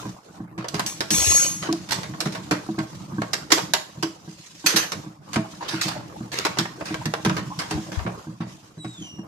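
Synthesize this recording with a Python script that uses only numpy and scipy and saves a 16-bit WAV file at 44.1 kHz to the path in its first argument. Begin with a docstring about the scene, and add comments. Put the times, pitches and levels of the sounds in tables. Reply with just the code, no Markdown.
"""Water sloshes and hisses over a low rumble, and at once wet laundry starts thudding round a plastic tub:
a toy washing machine from close by. Hard bits knock on the wall, a loose metal piece rings as it rolls,
wet plops sound, and near the end the drum squeaks once, in a small room. Water and knocks are shaped noise;
thuds, handling bumps and clinks are decaying modes; the metal is swelling sines over noise; plops and squeak glide."""
import sys
import numpy as np
from scipy import signal
from scipy.fft import rfft, irfft, next_fast_len
from scipy.io import wavfile
from scipy.ndimage import uniform_filter1d

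SR = 44100
rng = np.random.default_rng(int(sys.argv[2]) if len(sys.argv) > 2 else 0)


def store_pcm(level_fs):
    """Save levels as 16-bit WAV."""
    pcm = np.round(np.clip(level_fs, -1, 1) * 32767).astype(np.int16)
    wavfile.write(sys.argv[1], SR, np.atleast_2d(pcm).T)


N = 408807

# Table levels are relative, ahead of the mix gains; ring() scatters the modes it plays from blow to blow.
# water and cloth: (time [s], slosh [dB], hiss [dB], rumble [dB])
WATER_LEVELS = [(0, -33.5, -38.5, -35), (0.219, -53, -55.5, -51), (.38, -48, -54, -44),
                (.56, -51, -97, -45.5), (.75, -46, -46, -40), (1.75, -44.5, -46.5, -38.5),
                (3.49, -44, -49.5, -38.5), (4.2, -51.5, -52.5, -53), (4.601, -59, -45, -53.5),
                (5.0, -44.5, -49, -39.5), (5.2, -54.5, -63, -50.5), (5.318, -45.5, -48, -44.5),
                (6.1, -44.5, -52.5, -40.5), (7.896, -43, -45, -35), (8.2, -40.5, -51, -43.5),
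                (8.39, -57.5, -61, -43), (8.5, -53, -49.5, -42.5), (8.82, -52, -58.5, -48),
                (9.05, -52.5, -48, -41), (9.23, -47.5, -68, -45.5)]
# colours of the three water layers: (frequency [Hz], density [dB per Hz])
SLOSH_COLOUR = [(350, 1.5), (1100, 2), (3500, -28)]
HISS_COLOUR = [(1200, -8), (2500, -3), (6800, -1.5), (8500, -10), (14300, -21.5)]
RUMBLE_COLOUR = [(40, -11.5), (120, 10.5), (190, 13), (255, -3), (315, 12.5), (600, -78.5)]
# soft laundry thuds: (time [s], level [dB], low modes over high modes [dB])
LAUNDRY_THUDS = [(0.051, -28.5, 2), (0.4, -30.5, 4), (0.577, -27.5, 4.5), (0.737, -23.5, 2.5),
                 (1.111, -21.5, 0.5), (1.688, -15.5, -8), (1.728, -20, -7), (2.259, -24, 8),
                 (2.513, -15.5, -4), (2.687, -21, -2), (2.78, -19.5, -1), (3.122, -34.5, 10),
                 (3.182, -20, 1.5), (3.52, -14, -18), (3.974, -43, 14), (4.03, -17.5, -10.5),
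                 (4.276, -34.5, 4), (4.64, -24.5, -5), (4.74, -21, 0.5), (5.061, -32.5, 3.5),
                 (5.363, -19, 5), (5.733, -21.5, -0.5), (5.853, -29, 4.5), (6.204, -31.5, 8),
                 (6.586, -21, 2), (6.905, -23, -5), (7.058, -25.5, 7.5), (7.256, -18.5, 5.5),
                 (7.712, -23, -3), (7.775, -23.5, -2), (8.05, -31, 12), (8.269, -33, 7),
                 (8.403, -28.5, 8.5), (8.773, -39.5, 10), (8.844, -27.5, 2), (9.188, -32, 4)]
# low and high tub modes, then wall modes: (frequency [Hz], level [dB], t60 [s])
TUB_LOW_MODES = [(119.2, -2, 0.3), (158, 8, 0.14), (180, 4, 0.22), (217, 5, .16)]
TUB_HIGH_MODES = [(297, -3, 0.22), (322, 5.5, 0.2), (410, -12, 0.2)]
WALL_MODES = [(632, 5, 0.23), (736, 21.5, 0.045), (958, 16.5, 0.074), (1101, 14, 0.096), (1587, 19, 0.047)]
# handling bumps: (time [s], level [dB])
HANDLING_BUMPS = [(1.181, -23), (1.268, -19), (7.742, -24.5), (7.971, -14)]
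# low modes of the handling bumps: (frequency [Hz], level [dB], t60 [s])
HANDLING_MODES = [(66, -4, .18), (88, 0, .18)]
# hard knocks: (time [s], level [dB], brightness before band scaling [dB], t60 of the middle band [s])
HARD_KNOCKS = [(0.5785, -34.5, -3, 0.24), (0.643, -34, -4.5, 0.1), (0.684, -30.5, 8, 0.091),
               (0.7428, -25.5, 1, 0.24), (0.7949, -18, 3.5, 0.067), (0.863, -36.5, 17.5, 0.065),
               (1.006, -18, 3.5, 0.087), (1.105, -16, 9.5, 0.053), (1.6246, -26.5, -2.5, 0.34),
               (1.727, -28, 10, 0.036), (1.889, -31, 4, 0.14), (1.908, -24, 6.5, 0.14),
               (1.9194, -19.5, 4, 0.23), (2.0325, -29, 1, 0.12), (2.1378, -46, -11.5, 0.043),
               (2.2042, -19, 7, 0.11), (2.2555, -24.5, 1, 0.12), (2.322, -31.5, 4, 0.19),
               (2.3496, -27, -0.5, 0.092), (2.5106, -16.5, 0.5, 0.13), (2.7874, -23, 0, 0.071),
               (3.218, -25.5, -2, 0.07), (3.3324, -18, 6, 0.085), (3.504, -22.5, 1, 0.2),
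               (3.5185, -11.5, 5.5, 0.19), (3.576, -19, 1.5, 0.091), (3.7358, -11.5, 4, 0.08),
               (4.0262, -19, 4, 0.099), (4.661, -14, 5.5, 0.35), (4.7599, -13, 5, 0.25),
               (4.9193, -19.5, 4.5, 0.086), (5.332, -25, 4, 0.14), (5.359, -17.5, -1, 0.063),
               (5.6074, -32, -13, 1), (5.68, -24.5, -1, 0.69), (5.811, -21, 5, 0.41), (5.883, -24, 3, 0.18),
               (6.317, -23, -1.5, 0.72), (6.3868, -21, 7, 0.056), (6.4503, -15.5, 2, 0.097),
               (6.572, -30, -2, 0.089), (6.586, -19, 4.5, 0.14), (6.6545, -34, -5.5, 0.049),
               (6.81, -34.5, -5, 0.066), (6.8545, -29, 0, 0.54), (6.943, -27, -0.5, 0.05),
               (7.0558, -21.5, 3.5, 0.067), (7.138, -20.5, -1, 0.06), (7.2495, -16.5, 1.5, 0.11),
               (7.2955, -22.5, -2, 0.086), (7.367, -22.5, -1.5, 0.14), (7.5895, -23, 2.5, 0.22),
               (7.709, -26, 1.5, 0.23), (7.918, -32.5, -2, 0.35), (7.99, -35.5, -7.5, 0.073),
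               (8.0645, -36, -9, 0.11), (8.845, -40, -3.5, 0.13), (8.4037, -39.5, -6, 0.19)]
# colour of the knock bursts: (frequency [Hz], density [dB per Hz])
KNOCK_COLOUR = [(350, 19.5), (600, 5), (5000, -9), (9000, -23.5), (14300, -31.5)]
# passes of the rolling metal piece, each a list of (time [s], level [dB], face modes over the rest [dB])
ROLL_PASSES = [
    [(.862, -30.5, 2), (1.0, -60.5, 0)],
    [(1.105, -27.5, 7), (1.17, -25.5, 2.5), (1.29, -28.5, 9), (1.36, -27.5, 14), (1.45, -30.5, 9.5),
     (1.68, -60.5, 13)],
]
# face modes and upper modes of the piece: (frequency [Hz], level [dB])
FACE_MODES = [(6528, -1), (11183, -16), (11312, -21)]
UPPER_MODES = [(2439, -13), (4357, -8), (5606, 0), (5977, -5), (7892, -4), (8280, -4), (8784, -14),
               (9405, -7), (10118, -8), (12921, -12), (13611, -11), (14210, -11)]
# grit of the rolling piece: (frequency [Hz], density [dB per Hz])
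GRIT_COLOUR = [(700, -4), (2500, -0.5), (8400, -3.5), (9300, -24)]
# blows of a second, duller piece: (time [s], level [dB])
CLINK_BLOWS = [(3.521, -20), (4.6636, -14), (4.765, -13)]
# modes of that piece: (frequency [Hz], level [dB], t60 [s])
CLINK_MODES = [(6137, -3, .25), (11450, 0, .1), (11950, -1, .08)]
# pockets of air ringing in the water: (time [s], level per bubble [dB], centre pitch [Hz])
AIR_POCKETS = [(5.608, -28, 955), (5.954, -29, 723), (7.504, -30.5, 966), (8.068, -30.5, 630)]
# squeak of the drum: (time [s], pitch [Hz], level [dB])
SQUEAK_GLIDE = [(8.775, 4030, -61), (8.81, 3910, -44.5), (8.926, 3820, -49.5), (9.005, 3310, -49),
                (9.035, 3010, -46), (9.091, 2890, -47), (9.235, 2820, -55)]
# how alike the noise is at both ports: (frequency [Hz], left-right likeness [0 to 1])
PORT_LIKENESS = [(60, 0.66), (150, 0.93), (300, 1), (700, 0.017), (15000, 0.0067)]
# decay of the room: (frequency [Hz], t60 [s])
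ROOM_DECAY = [(500, 0.38), (12000, 0.35)]

LAG = 9  # samples by which the left port hears late
EDGE_HZ = 15600  # upper band limit
# dull knocks carry more body, long scrapes less; bright knocks carry more sheen
BODY_DB, BODY_PER_BRIGHT, SCRAPE_DB_PER_S = -8, -1.25, -24
SHEEN_DB, SHEEN_PER_BRIGHT = -6, 1.28
PLOP_T60, PLOP_RISE = 0.075, 0.17  # s; share by which the pitch climbs in one t60


def gain_of(db):
    """Decibels to amplitude."""
    return 10 ** (np.asarray(db) / 20)


def evened(x):
    """Scales to rms 1."""
    return x / np.sqrt(np.mean(x ** 2) + 1e-20)


def read(points, hz):
    """Reads a table on a log-frequency axis."""
    f, value = np.transpose(points)
    return np.interp(np.log(hz + 1), np.log(f + 1), value)


def add(mix, s, sound):
    """Mixes a sound in at s seconds."""
    part = mix[..., round(s * SR):][..., :sound.shape[-1]]
    part += sound[..., :part.shape[-1]]


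def drift(rate, count):
    """Slow chance of about rms 1: random knots through a low-pass with its corner at rate Hz."""
    step = 60  # samples per knot
    knots = rng.standard_normal(count // step + 2)
    pole = np.exp(-2 * np.pi * rate * step / SR)
    smooth = evened(signal.detrend(signal.lfilter([1], [1, -pole], knots)))
    return np.interp(np.arange(count) / step, np.arange(len(knots)), smooth)


def noise(spectrum, lo_hz=0, hi_hz=SR):
    """Coloured noise at both ports: partly shared, the left a little late."""
    size = next_fast_len(N)
    hz = np.fft.rfftfreq(size, 1 / SR)
    a, b = rfft(rng.standard_normal((2, size)))
    same = np.clip(read(PORT_LIKENESS, hz), 0, 1)
    left = (same * a + np.sqrt(1 - same ** 2) * b) * np.exp(-2j * np.pi * hz * LAG / SR)
    edges = 1 / np.sqrt((1 + (lo_hz / (hz + 1)) ** 6) * (1 + (hz / hi_hz) ** 6))
    coloured = np.array([left, a]) * gain_of(read(spectrum, hz)) * edges
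    return evened(irfft(coloured, size)[:, :N])


def patchy(x, patch_db):
    """Colour that changes from moment to moment, so splashes and knocks favour other resonances."""
    z = signal.stft(x, nperseg=512)[2]
    patches = uniform_filter1d(rng.standard_normal(z.shape[1:]), size=3, axis=0)  # across frequency
    patches = uniform_filter1d(patches, size=7, axis=1)  # along time
    return evened(signal.istft(z * gain_of(patch_db * evened(patches)), nperseg=512)[1][:, :N])


def ring(modes, rise_s, spread=.018):
    """One blow, peak 1: each wakes the modes unevenly, and spread shifts their pitches a little."""
    t = np.arange(SR // 2) / SR
    luck = rng.standard_normal((len(modes), 3))
    out = np.zeros(len(t))
    for (hz, db, t60), (strength, shift, phase) in zip(modes, luck):
        fall = gain_of(db + 4.0 * strength - 60 * t / t60)
        out += fall * np.sin(2 * np.pi * hz * (1 + spread * shift) * t + phase)
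    out = out * (1 - np.exp(-t / rise_s))
    return out / abs(out).max()


def ports(x):
    """One source at both ports, the left late."""
    return np.array([np.roll(x, LAG), x])


def water():
    """Lumpy slosh and the smoother hiss of running water, over the rumble of the tub: drifting noise."""
    s, *levels = np.transpose(WATER_LEVELS)
    slosh_db, hiss_db, rumble_db = (np.interp(np.arange(N) / SR, s, c) for c in levels)
    slosh = evened(patchy(noise(SLOSH_COLOUR), 4.5) * gain_of(3.0 * drift(25.0, count=N)))
    hiss = evened(patchy(noise(HISS_COLOUR), 2.7) * gain_of(2.5 * drift(8.0, count=N)))
    rumble = evened(noise(RUMBLE_COLOUR) * gain_of(5.1 * drift(4.6, count=N)))
    return gain_of(slosh_db) * slosh + gain_of(hiss_db) * hiss + gain_of(rumble_db) * rumble


def thuds():
    """Wet cloth slaps the wall, whose modes ring, and booms in the tub, alike at both ports."""
    out, slap = np.zeros(N), np.zeros(N)
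    for s, db, low_db in LAUNDRY_THUDS:
        boom = ring(TUB_HIGH_MODES, 0.0036) + gain_of(low_db) * ring(TUB_LOW_MODES, 0.0057)
        add(out, s, gain_of(db) * boom)
        add(slap, s, gain_of(db - 4.5) * ring(WALL_MODES, 0.0022))
    return out + ports(slap)


def knocks():
    """Each knock is a rattling burst that dies fast, treble first, and sets the tub wall ringing."""
    t = np.arange(SR // 2) / SR
    power, wall = np.zeros((3, N)), np.zeros(N)
    for s, db, bright_db, t60 in HARD_KNOCKS:
        body_db = BODY_DB + BODY_PER_BRIGHT * bright_db + SCRAPE_DB_PER_S * t60
        sheen_db = SHEEN_DB + SHEEN_PER_BRIGHT * bright_db
        swell = 1 - np.exp(-t / (0.000064 + 0.011 * t60 ** 2))  # long ones are scrapes that swell
        shares = [(body_db + 10.0, 1.3), (-4.0, 1), (sheen_db, .65)]  # (dB, times t60)
        for band, (rel_db, longer) in enumerate(shares):
            fall = gain_of(2 * (db + rel_db) - 120 * t / (max(t60, .02) * longer))  # as power
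            add(power[band], s, fall * swell)
        add(wall, s, gain_of(db + body_db + 7.0) * ring(WALL_MODES, 0.018))
    body = noise(KNOCK_COLOUR, 660, 2130)
    middle = noise(KNOCK_COLOUR, 1300, 9000)
    sheen = noise(KNOCK_COLOUR, 4980) * gain_of([[-3.0], [0]])  # the right port catches more treble
    bursts = sum(np.sqrt(p) * patchy(b, 3.85) for p, b in zip(power, [body, middle, sheen]))
    bounce = gain_of(2.3 * drift(60.0, count=N))  # the bits bounce unevenly
    return bursts * bounce + ports(wall)


def rolling_metal():
    """Narrow modes swell and fade as the piece turns, over its rattle; a duller piece clinks."""
    out, rattle = np.zeros((2, N)), patchy(noise(GRIT_COLOUR), 5)
    for rows in ROLL_PASSES:
        s, *levels = np.transpose(rows)
        t = np.arange(s[0], s[-1], 1 / SR)
        roll_db, face_db = (np.interp(t, s, c) for c in levels)
        grit_db = 3.5 * drift(60.0, count=len(t))
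        sound = gain_of(roll_db + grit_db) * rattle[:, :len(t)]
        for modes, level_db in zip([FACE_MODES, UPPER_MODES], [roll_db + face_db, roll_db]):
            for hz, db in modes:
                waver = np.cumsum(12.0 * drift(60.0, count=len(t))) / SR  # pitch wavers by 12 Hz rms
                turn = [gain_of(2.2 * drift(12.0, count=len(t))) for port in range(2)]  # beams unevenly
                phase = 2 * np.pi * (hz * t + waver + rng.random())
                phase = phase + [[np.pi / 2], [0]]  # the ports hear it a quarter turn apart
                sound += gain_of(level_db + db) * turn * np.sin(phase)
        add(out, s[0], gain_of([[3.0], [0]]) * sound * signal.windows.tukey(len(t), .03))
    for s, db in CLINK_BLOWS:
        clink = np.array([ring(CLINK_MODES, 0.00049, spread=0) for port in range(2)])
        add(out, s, gain_of(db) * clink)
    return out


def handling_bumps():
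    """Handling bumps, felt mostly at the left port: low decaying modes, drawn apart for each port."""
    out = np.zeros((2, N))
    for s, db in HANDLING_BUMPS:
        bump = [ring(HANDLING_MODES, 0.0045) for port in range(2)]
        add(out, s, gain_of([[db + 4.0], [db - 31.0]]) * bump)
    return out


def plops():
    """Each pocket of air breaks into four bubbles close in time and pitch, which ring briefly and climb."""
    t, out = np.arange(SR // 4) / SR, np.zeros(N)
    envelope = gain_of(-60 * t / PLOP_T60) * (1 - np.exp(-t / 0.00043))
    for s, db, hz in AIR_POCKETS:
        # the first bubble is on time and in tune; columns: delay in s, pitch share
        scatter = rng.uniform(-1, 1, (4, 2)) * np.outer(np.arange(4) > 0, [.02, .22])
        for late, apart in scatter:
            turns = np.cumsum(hz * (1 + apart) * (1 + PLOP_RISE * t / PLOP_T60)) / SR
            add(out, s + abs(late), gain_of(db) * envelope * np.sin(2 * np.pi * turns))
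    return ports(out)


def squeak():
    """Stick-slip whistle of three harmonics that slides down and turns husky."""
    s, *columns = np.transpose(SQUEAK_GLIDE)
    t = np.arange(s[0], s[-1], 1 / SR)
    hz, level_db = (np.interp(t, s, c) for c in columns)
    husky = np.clip((t - 8.88) / 0.016, 0, 1)
    turns = np.cumsum(hz * (1 + 0.011 * husky * drift(250.0, count=len(t)))) / SR
    harmonics_db = [3.0, 0, -22]
    tone = sum(gain_of(db) * np.sin(2 * np.pi * (k + 1) * turns) for k, db in enumerate(harmonics_db))
    level = gain_of(level_db + 3.1 * husky * drift(63.0, count=len(t)))
    out = np.zeros(N)
    add(out, s[0], tone * level * signal.windows.tukey(len(t), .06))
    return ports(out)


def room(x):
    """Sparse echoes of random sign, each band dying at its own speed."""
    taps = np.zeros((2, SR // 2))
    starts = np.arange(300, SR // 2 - 20, 20)  # one echo per 20 samples
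    at = starts + rng.integers(0, 20, (2, len(starts)))
    np.put_along_axis(taps, at, rng.choice([-1., 1.], at.shape), 1)
    hz, t, z = signal.stft(taps, SR, nperseg=256)
    fall = gain_of(-60 * t / read(ROOM_DECAY, hz)[:, None])
    tail = signal.istft(z * fall, SR, nperseg=256)[1]
    return signal.oaconvolve(x, tail / np.linalg.norm(tail[0]), axes=1)[:, :N]


def scene():
    """The machine, with the room answering its knocks, plops, metal and squeak."""
    bright = knocks() + rolling_metal() + plops() + squeak()
    return water() + thuds() + handling_bumps() + bright + gain_of(-9.0) * room(bright)


def record(dry):
    """The left port is a little quieter; the lows are thinned and the top treble is cut steeply."""
    shelf = signal.firwin2(255, [0, 14300, 14600, SR / 2], [1, 1, .07, .07], fs=SR)
    edge = signal.firwin(255, EDGE_HZ, window=("kaiser", 9), fs=SR)
    dry = signal.lfilter(*signal.butter(2, 68, "high", fs=SR), dry)
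    return signal.oaconvolve(dry * gain_of([[-1.2], [0]]), np.convolve(shelf, edge)[None], "same")


dry = scene()
out = record(dry)
store_pcm(out)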